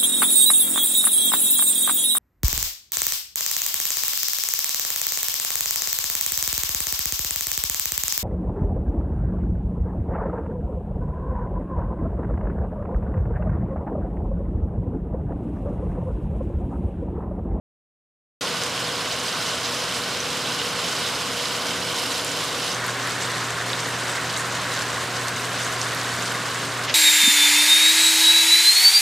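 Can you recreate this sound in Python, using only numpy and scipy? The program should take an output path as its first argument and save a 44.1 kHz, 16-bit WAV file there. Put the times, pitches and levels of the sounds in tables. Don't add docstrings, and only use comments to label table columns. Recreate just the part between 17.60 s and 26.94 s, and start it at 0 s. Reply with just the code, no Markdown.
import sys
import numpy as np
from scipy import signal
from scipy.fft import rfft, irfft
from scipy.io import wavfile

SR = 44100
rng = np.random.default_rng(int(sys.argv[2]) if len(sys.argv) > 2 else 0)


def materialize(psi):
    bounded = np.clip(np.atleast_2d(psi).T, -1, 1)
    quanta = np.round(bounded * 32767).astype(np.int16)
    wavfile.write(sys.argv[1], SR, quanta)


N = 411940
T = np.arange(N) / SR
HZ = np.fft.rfftfreq(N, 1 / SR)
START_S, MOVE_S, LAST_SPOT_S = 0.8095, 5.147, 9.267
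RISE_SAMPLES = 12

# (frequency [Hz], beside [dB], above [dB])
SIZZLE_TONE = [(40, -50, -50), (200, -14, -25), (606, -6, -2), (1410, -6, 0.8), (2400, -2, -1),
               (3300, -0.5, -2), (3750, -0.5, 0), (4900, -2.5, -4), (5900, -5, -4), (8050, -8.5, -5.5),
               (9900, -13, -12.5), (11900, -18.5, -17.5), (14000, -23.5, -23.5), (15700, -28.5, -26.5)]
# (frequency [Hz], width [Hz], beside [dB], above [dB])
SKILLET_RESONANCES = [(2450, 190, -5, -3.5), (3020, 230, 4, 1.5), (4730, 97, -4, 1.5), (5070, 450, 3, 0.5)]
# (time [s], vigour [steps])
VIGOUR_TREND = [(0.82, -1), (2.1, 0.5), (2.55, -1.2), (3.7, 0), (4.2, -0.5), (4.42, 1.5), (4.95, -1.5),
                (5.11, 1), (5.19, -3), (5.45, -1), (5.8, -0.9), (6.2, -1), (6.37, -2.5), (6.62, 0),
                (7.2, -1), (7.8, -0.9), (8.0, -0.5), (8.5, -1.7), (9.05, -0.4), (9.18, -4), (9.25, -2.5),
                (9.27, -5), (9.3, 0)]
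# (time [s], level [dB])
TREBLE_TREND = [(2.7, -0.3), (4.75, 2.0), (5.6, -0.9), (8.4, 0.5)]
# (time [s], level [dB], pitch [Hz], ring time [ms])
BIG_BUBBLES = [(1.0101, -14.5, 4200, .25), (1.0367, -7.5, 6200, .12), (1.1778, -14, 3030, .5),
               (1.5258, -14, 6200, .15), (1.6378, -17, 7000, .1), (2.2404, -13, 4500, .1),
               (2.6038, -16, 6100, 1.3), (2.9488, -14, 5000, .2), (3.0168, -11, 3500, .25),
               (3.8572, -9.5, 4000, .3), (3.8845, -16, 6500, .14), (4.069, -14, 7500, .08),
               (4.6475, -7.5, 8500, .06), (4.7182, -20, 7000, 1.8), (5.1175, -17, 6000, .7),
               (5.1467, -18, 6300, 1.6), (5.266, -28, 12600, 1.5), (5.4736, -14, 9000, .12),
               (5.4739, -8.5, 2600, .14), (5.6281, -15, 6000, .2), (5.9056, -14, 6550, .15),
               (6.1326, -9, 3780, .7), (6.7749, -13, 7600, .33), (7.3029, -19, 7700, .4),
               (7.5692, -13.5, 5400, .15), (7.6838, -9.5, 4600, .14), (7.6843, -12, 7200, .2),
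               (7.7637, -20, 6400, .9), (7.953, -16, 7400, .14), (8.0486, -15, 6700, .3),
               (8.2153, -8, 5900, .33), (8.26, -13, 1900, .1), (8.3485, -19, 11000, .25),
               (8.4141, -9, 5000, .11), (8.6245, -15, 6600, .5), (8.9458, -14, 6700, .18),
               (9.2969, -7.5, 2100, .27), (9.2975, -17, 5200, .25), (9.3025, -17, 2500, .7)]
# (time [s], level [dB], pitch [Hz], length [s], width [octaves])
JUICE_SPITS = [(1.155, -37, 3030, .07, .13), (1.667, -37, 3030, 0.078, .13), (1.863, -35, 5100, .05, 0.37),
               (2.03, -31, 4400, 0.049, .5), (2.353, -37, 7000, .03, .5), (2.85, -33, 3400, .045, .3),
               (2.987, -33, 3200, 0.05, .3), (3.275, -35, 6000, .03, .4), (3.43, -35, 3680, .07, 0.22),
               (3.817, -34, 4100, .02, .35), (3.854, -32, 4200, .017, .25), (4.28, -36, 3050, .06, .13),
               (4.537, -33, 4500, 0.031, .5), (4.835, -36, 8000, 0.027, .4), (5.018, -36, 4600, .025, .5),
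               (5.1, -33, 4800, .036, .45), (6.188, -35, 5200, .03, .5), (6.27, -39, 9000, .035, .4),
               (6.77, -35.5, 7200, .055, .45), (6.94, -35.5, 5500, 0.038, .5), (7.122, -41, 8500, .025, .4),
               (7.548, -34.5, 5000, .03, .5), (7.676, -38, 8500, .025, .55),
               (7.938, -36, 3400, 0.081, 0.61), (8.008, -36, 5500, .05, .6), (8.213, -33, 5200, .04, .6),
               (8.652, -33, 5000, .025, .5), (9.232, -31.5, 4200, 0.029, 0.97), (9.279, -28, 2500, .04, .7),
               (9.289, -34, 5000, 0.027, .2)]
# (frequency [Hz], beside [dB], above [dB])
SAUCE_TONE = [(40, -95, -95), (780, -52, -54), (1060, -45, -38.5), (1300, -44, -38), (1560, -50, -35),
              (2020, -57, -36.5), (2370, -60, -42.5), (4000, -75, -68)]
# (peak time [s], boost [dB], half-length [s])
SAUCE_GURGLES = [(1.18, 7, .05), (1.775, 13, 0.092), (3.154, 12, .07), (4.813, 12, .07), (5.235, 3.5, .08),
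                 (5.48, 3.5, 0.08), (5.83, 6.5, .06), (5.976, 7, .045), (6.47, 5, .04), (6.55, 7, 0.055),
                 (6.62, 6.5, .05), (7.11, 5, 0.055), (7.42, 2.5, .08), (8.09, 4, .08), (8.292, 4, 0.045),
                 (9.055, 3.5, 0.073)]
# (frequency [Hz], gain [dB])
LAST_SPOT_TONE = [(300, 2), (1200, -14), (2500, -1), (6800, 1), (7600, -6), (14000, -4)]
# (frequency [Hz], beside [dB], above [dB])
AIR_TONE = [(25, -95, -95), (55, -89, -89), (80.5, -67, -67), (112, -68, -67.5), (160, -61.5, -62),
            (333, -69, -67), (490, -62.5, -63.5), (786, -65, -64), (1130, -62.5, -63), (1590, -68.5, -62.5),
            (1940, -68.5, -66.5), (2400, -68, -68.5), (4530, -71, -74), (15200, -100, -100)]
# (frequency [Hz], width [Hz], beside [dB], above [dB])
HOOD_RESONANCES = [(182, 24, 2, 1.5), (213, 28, -5, -5.5), (257, 65, 3, 1.5), (342, 28, 3, -5.5),
                   (378, 46, -2, -0.5), (466, 20, -1, 0), (508, 31, 2.5, 2.5), (640, 36, 2, 0),
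                   (740, 63, -2, -0.5), (856, 51, -2.5, -4), (1070, 92, 2, 3.5), (1500, 160, 5.5, 1.5)]
# (pitch [Hz], beside [dB], above [dB], waver [0-1])
FAN_TONES = [(120, -48, -39.5, 0.05), (239, -51.5, -55.5, 0.13), (259.5, -54.5, -57, 0.75),
             (282.7, -50, -53, 0.6), (304, -56.5, -61, .4), (359.6, -55.5, -49, 0.07),
             (378.7, -53.5, -56, 0.55), (402.8, -52.5, -49.5, .45), (444.6, -58, -53.5, .5),
             (479.8, -42, -50.5, 0.03), (719.3, -52.5, -50.5, 0.13), (743, -53.5, -58, 0.2)]
# (delay [s], level [dB])
NEAR_ECHOES = [(0.0069, -16), (0.00275, -20)]
# (frequency [Hz], level [dB])
STEREO_WIDTH = [(25, -42), (60, -52), (120, -40), (180, -31), (250, -27.5), (400, -17.5), (700, -16),
                (1500, -15.8), (3000, -13.5), (6000, -11.5), (11500, -8), (13000, -12), (15000, -25)]
# (frequency [Hz], beside [dB], above [dB])
STEREO_LEAN = [(250, 0, 0.039), (1000, 0, -0.42), (2500, -1.5, -0.65), (6000, -2, -1), (9000, -1.5, -.5),
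               (11500, 0.5, 0), (15000, 0, 0)]


def sizzle(beside_db=-30, above_db=-31):
    vigour = frying_vigour()
    fizz = bursts(per_s=7000, low_hz=404, high_hz=16200, spread=3, ring_ms=0.15, flurry_db=1.5, size=96)
    crackle = bursts(per_s=650, low_hz=2486, high_hz=13990, spread=3, ring_ms=0.86, flurry_db=2.5)
    ticks = bursts(per_s=6, low_hz=5600, high_hz=9300, spread=2, ring_ms=0.55, flurry_db=-3)
    crackle_tone = curves([(1000, -9), (3500, -5), (6000, -2.5), (15000, -2.5)])[0]
    crackle = colour(crackle + amp(-18.5) * ticks, crackle_tone)
    rim_shade = amp([[-3.8], [-1]])
    frying = fizz * amp(0.44 * vigour) + rim_shade * crackle * amp(2 * vigour)
    frying = echo_haze(frying, fade_s=0.069, wet_db=-5)
    frying = colour(frying, curves(SIZZLE_TONE) + resonances(SKILLET_RESONANCES))
    return np.array([unit_level(row) for row in frying]) * amp([[beside_db], [above_db]])


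def frying_vigour(dip_steps=0.5, dip_s=0.018):
    trend = np.interp(T, *np.transpose(VIGOUR_TREND))
    flutter = np.outer([0.3, 0.9], drift(rate_hz=7))
    dips = sum((T >= s) * np.exp(-abs(T - s) / dip_s) for s, *_ in BIG_BUBBLES)
    return trend + flutter - dip_steps * dips


def vary_treble(x, corner_hz=9500):
    treble = colour(x, -10 * np.log10(1 + (corner_hz / (HZ + 1)) ** 10))
    gain = amp(np.interp(T, *np.transpose(TREBLE_TREND)))
    return x + treble * (gain - 1)


def bursts(per_s, low_hz, high_hz, spread, ring_ms, flurry_db, size=600):
    flurry = drift(rate_hz=22)
    when, pitch, strength, ring, sign = rng.random((int(per_s * T[-1]), 5)).T[..., None]
    starts = (when * (N - 1)).astype(int)
    hz = low_hz + (high_hz - low_hz) * pitch
    decay_ms = ring_ms * np.sqrt(high_hz / hz) * 4 ** (2 * ring - 1)
    db = -spread * np.log(0.039 + strength) + flurry_db * np.tanh(flurry[starts])
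    bubbles = np.sign(sign - 0.5) * amp(db) / np.sqrt(decay_ms) * bubble(hz, decay_ms, size)
    positions = starts + np.arange(size)
    return unit_level(np.bincount(positions.ravel(), bubbles.ravel(), N)[:N])


def bubble(hz, ring_ms, size=400):
    ms = (np.arange(size) - RISE_SAMPLES) / SR * 1000
    rise = -(ms / 0.081) ** 2
    decay = -ms / np.maximum(ring_ms, 0.03)
    return -np.exp(np.where(ms < 0, rise, decay)) * np.cos(2 * np.pi * hz * ms / 1000)


def pops(fade_s=0.09, wet_db=-10.5, lowest_hz=300):
    out, t = np.zeros(N), T[:SR // 8]
    fade = amp(-60 * t / fade_s) * (t > 0.001)
    for s, db, hz, ring_ms in BIG_BUBBLES:
        echoes = amp(wet_db) * unit_level(rng.standard_normal(len(t)) * fade) / np.sqrt(len(t))
        echoes[0] = 1
        add(out, s - RISE_SAMPLES / SR, amp(db) * signal.fftconvolve(bubble(hz, ring_ms), echoes))
    return signal.sosfilt(signal.butter(2, lowest_hz, "high", fs=SR, output="sos"), out)


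def spits(attack_s=0.0037, release_s=0.01, faint_per_s=6, low_hz=3600, high_hz=11500, size=8192):
    out, frequencies = np.zeros(N), np.fft.rfftfreq(size, 1 / SR)
    steam = rng.standard_normal(N) * amp(3 * drift(rate_hz=865))
    faint = [(when * T[-1], -45 - 4 * weak, low_hz * (high_hz / low_hz) ** pitch,
              0.0081 * (0.5 + long), 0.3)
             for when, weak, pitch, long in rng.random((int(faint_per_s * T[-1]), 4))]
    for s, db, hz, length, octaves in JUICE_SPITS + faint:
        puff = steam[min(int(s * SR), N - size):][:size]
        band = amp(-6 * (np.log2((frequencies + 1) / hz) / octaves) ** 2)
        hiss = irfft(rfft(puff) * band)[:int(length * SR)]
        t = T[:len(hiss)]
        shape = np.clip(np.minimum(t / attack_s, (length - t) / release_s), 0, 1)
        add(out, s, amp(db) * unit_level(hiss) * shape)
    return out


def simmer(sink=0.41):
    bubbles = bursts(per_s=380, low_hz=847, high_hz=2233, spread=4.5, ring_ms=3, flurry_db=2, size=900)
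    swell_db = np.zeros(N)
    for s, boost_db, half_length in SAUCE_GURGLES:
        offset = (T - s) / half_length
        swell, lull = np.exp(-offset ** 2), np.exp(-(offset / 2) ** 2)
        swell_db += boost_db * (swell - sink * lull) / (1 - sink)
    return colour(bubbles * amp(swell_db), curves(SAUCE_TONE))


def fan_air():
    noise = rng.standard_normal(N) * np.sqrt(SR / 2)
    whoosh = colour(noise, curves(AIR_TONE) + resonances(HOOD_RESONANCES))
    return whoosh * amp(0.21 * drift(rate_hz=2.2))


def fan_hum():
    out = np.zeros((2, N))
    for hz, beside_db, above_db, waver in FAN_TONES:
        sway = (1 + waver * (drift(2.5) + 1j * drift(2.5))) / np.sqrt(1 + 2 * waver ** 2)
        steady = np.exp(2j * np.pi * (hz * T + rng.random()))
        out += amp([[beside_db], [above_db]]) * np.sqrt(2) * (sway * steady).real
    return out


def echo_haze(x, fade_s, wet_db):
    carry = np.exp(-np.log(1e6) / (fade_s * SR))
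    power = signal.lfilter([1 - carry], [1, -carry], x ** 2)
    return x + amp(wet_db) * np.sqrt(power) * rng.standard_normal(N)


def near_echo(spots):
    return np.array([x + amp(db) * np.roll(x, round(s * SR)) for x, (s, db) in zip(spots, NEAR_ECHOES)])


def kitchen_reflections(x):
    spectrum = signal.stft(x, nperseg=512)[2]
    random_phase = np.exp(2j * np.pi * rng.random(spectrum.shape))
    scattered = signal.istft(spectrum * random_phase, nperseg=512)[1][:N]
    late = np.roll(scattered, SR // 250)
    return colour(unit_level(late) * np.std(x), curves(STEREO_WIDTH)[0])


def at_listener(spots, blend_s=0.018):
    above = np.clip((T - MOVE_S) / blend_s + 0.5, 0, 1)
    return spots[0] * (1 - above) + spots[1] * above


def amp(db):
    return 10 ** (np.asarray(db) / 20)


def unit_level(x):
    return x / np.sqrt(np.mean(x ** 2) + 1e-20)


def curves(table):
    hz, *columns = np.transpose(table)
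    return np.array([np.interp(np.log(HZ + 1), np.log(hz + 1), db) for db in columns])


def resonances(table):
    return sum(np.outer(db, np.exp(-2 * ((HZ - hz) / width) ** 2)) for hz, width, *db in table)


def colour(x, db):
    return irfft(rfft(x) * amp(db), N)


def drift(rate_hz):
    points = rng.standard_normal(N // 64)
    return unit_level(np.interp(T * 2 * rate_hz, np.arange(len(points)), points))


def add(mix, s, sound):
    part = mix[round(s * SR):][:len(sound)]
    part += sound[:len(part)]


def scene():
    pan = at_listener(near_echo(vary_treble(sizzle()) + simmer()))
    pan = np.where(T < LAST_SPOT_S, pan, colour(pan, curves(LAST_SPOT_TONE)[0]))
    direct = at_listener(fan_air()) + pan + pops() + spits()
    reflected, lean_db = kitchen_reflections(direct), curves(STEREO_LEAN)
    left = at_listener(colour(direct + reflected, lean_db / 2))
    right = at_listener(colour(direct - reflected, -lean_db / 2))
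    return np.array([left, right]) + at_listener(fan_hum())


def record(dry):
    lowpass = signal.firwin(511, cutoff=15650, window=("kaiser", 9), fs=SR)
    return signal.oaconvolve(dry * (T >= START_S), lowpass[None], "same")


dry = scene()
out = record(dry)
materialize(out)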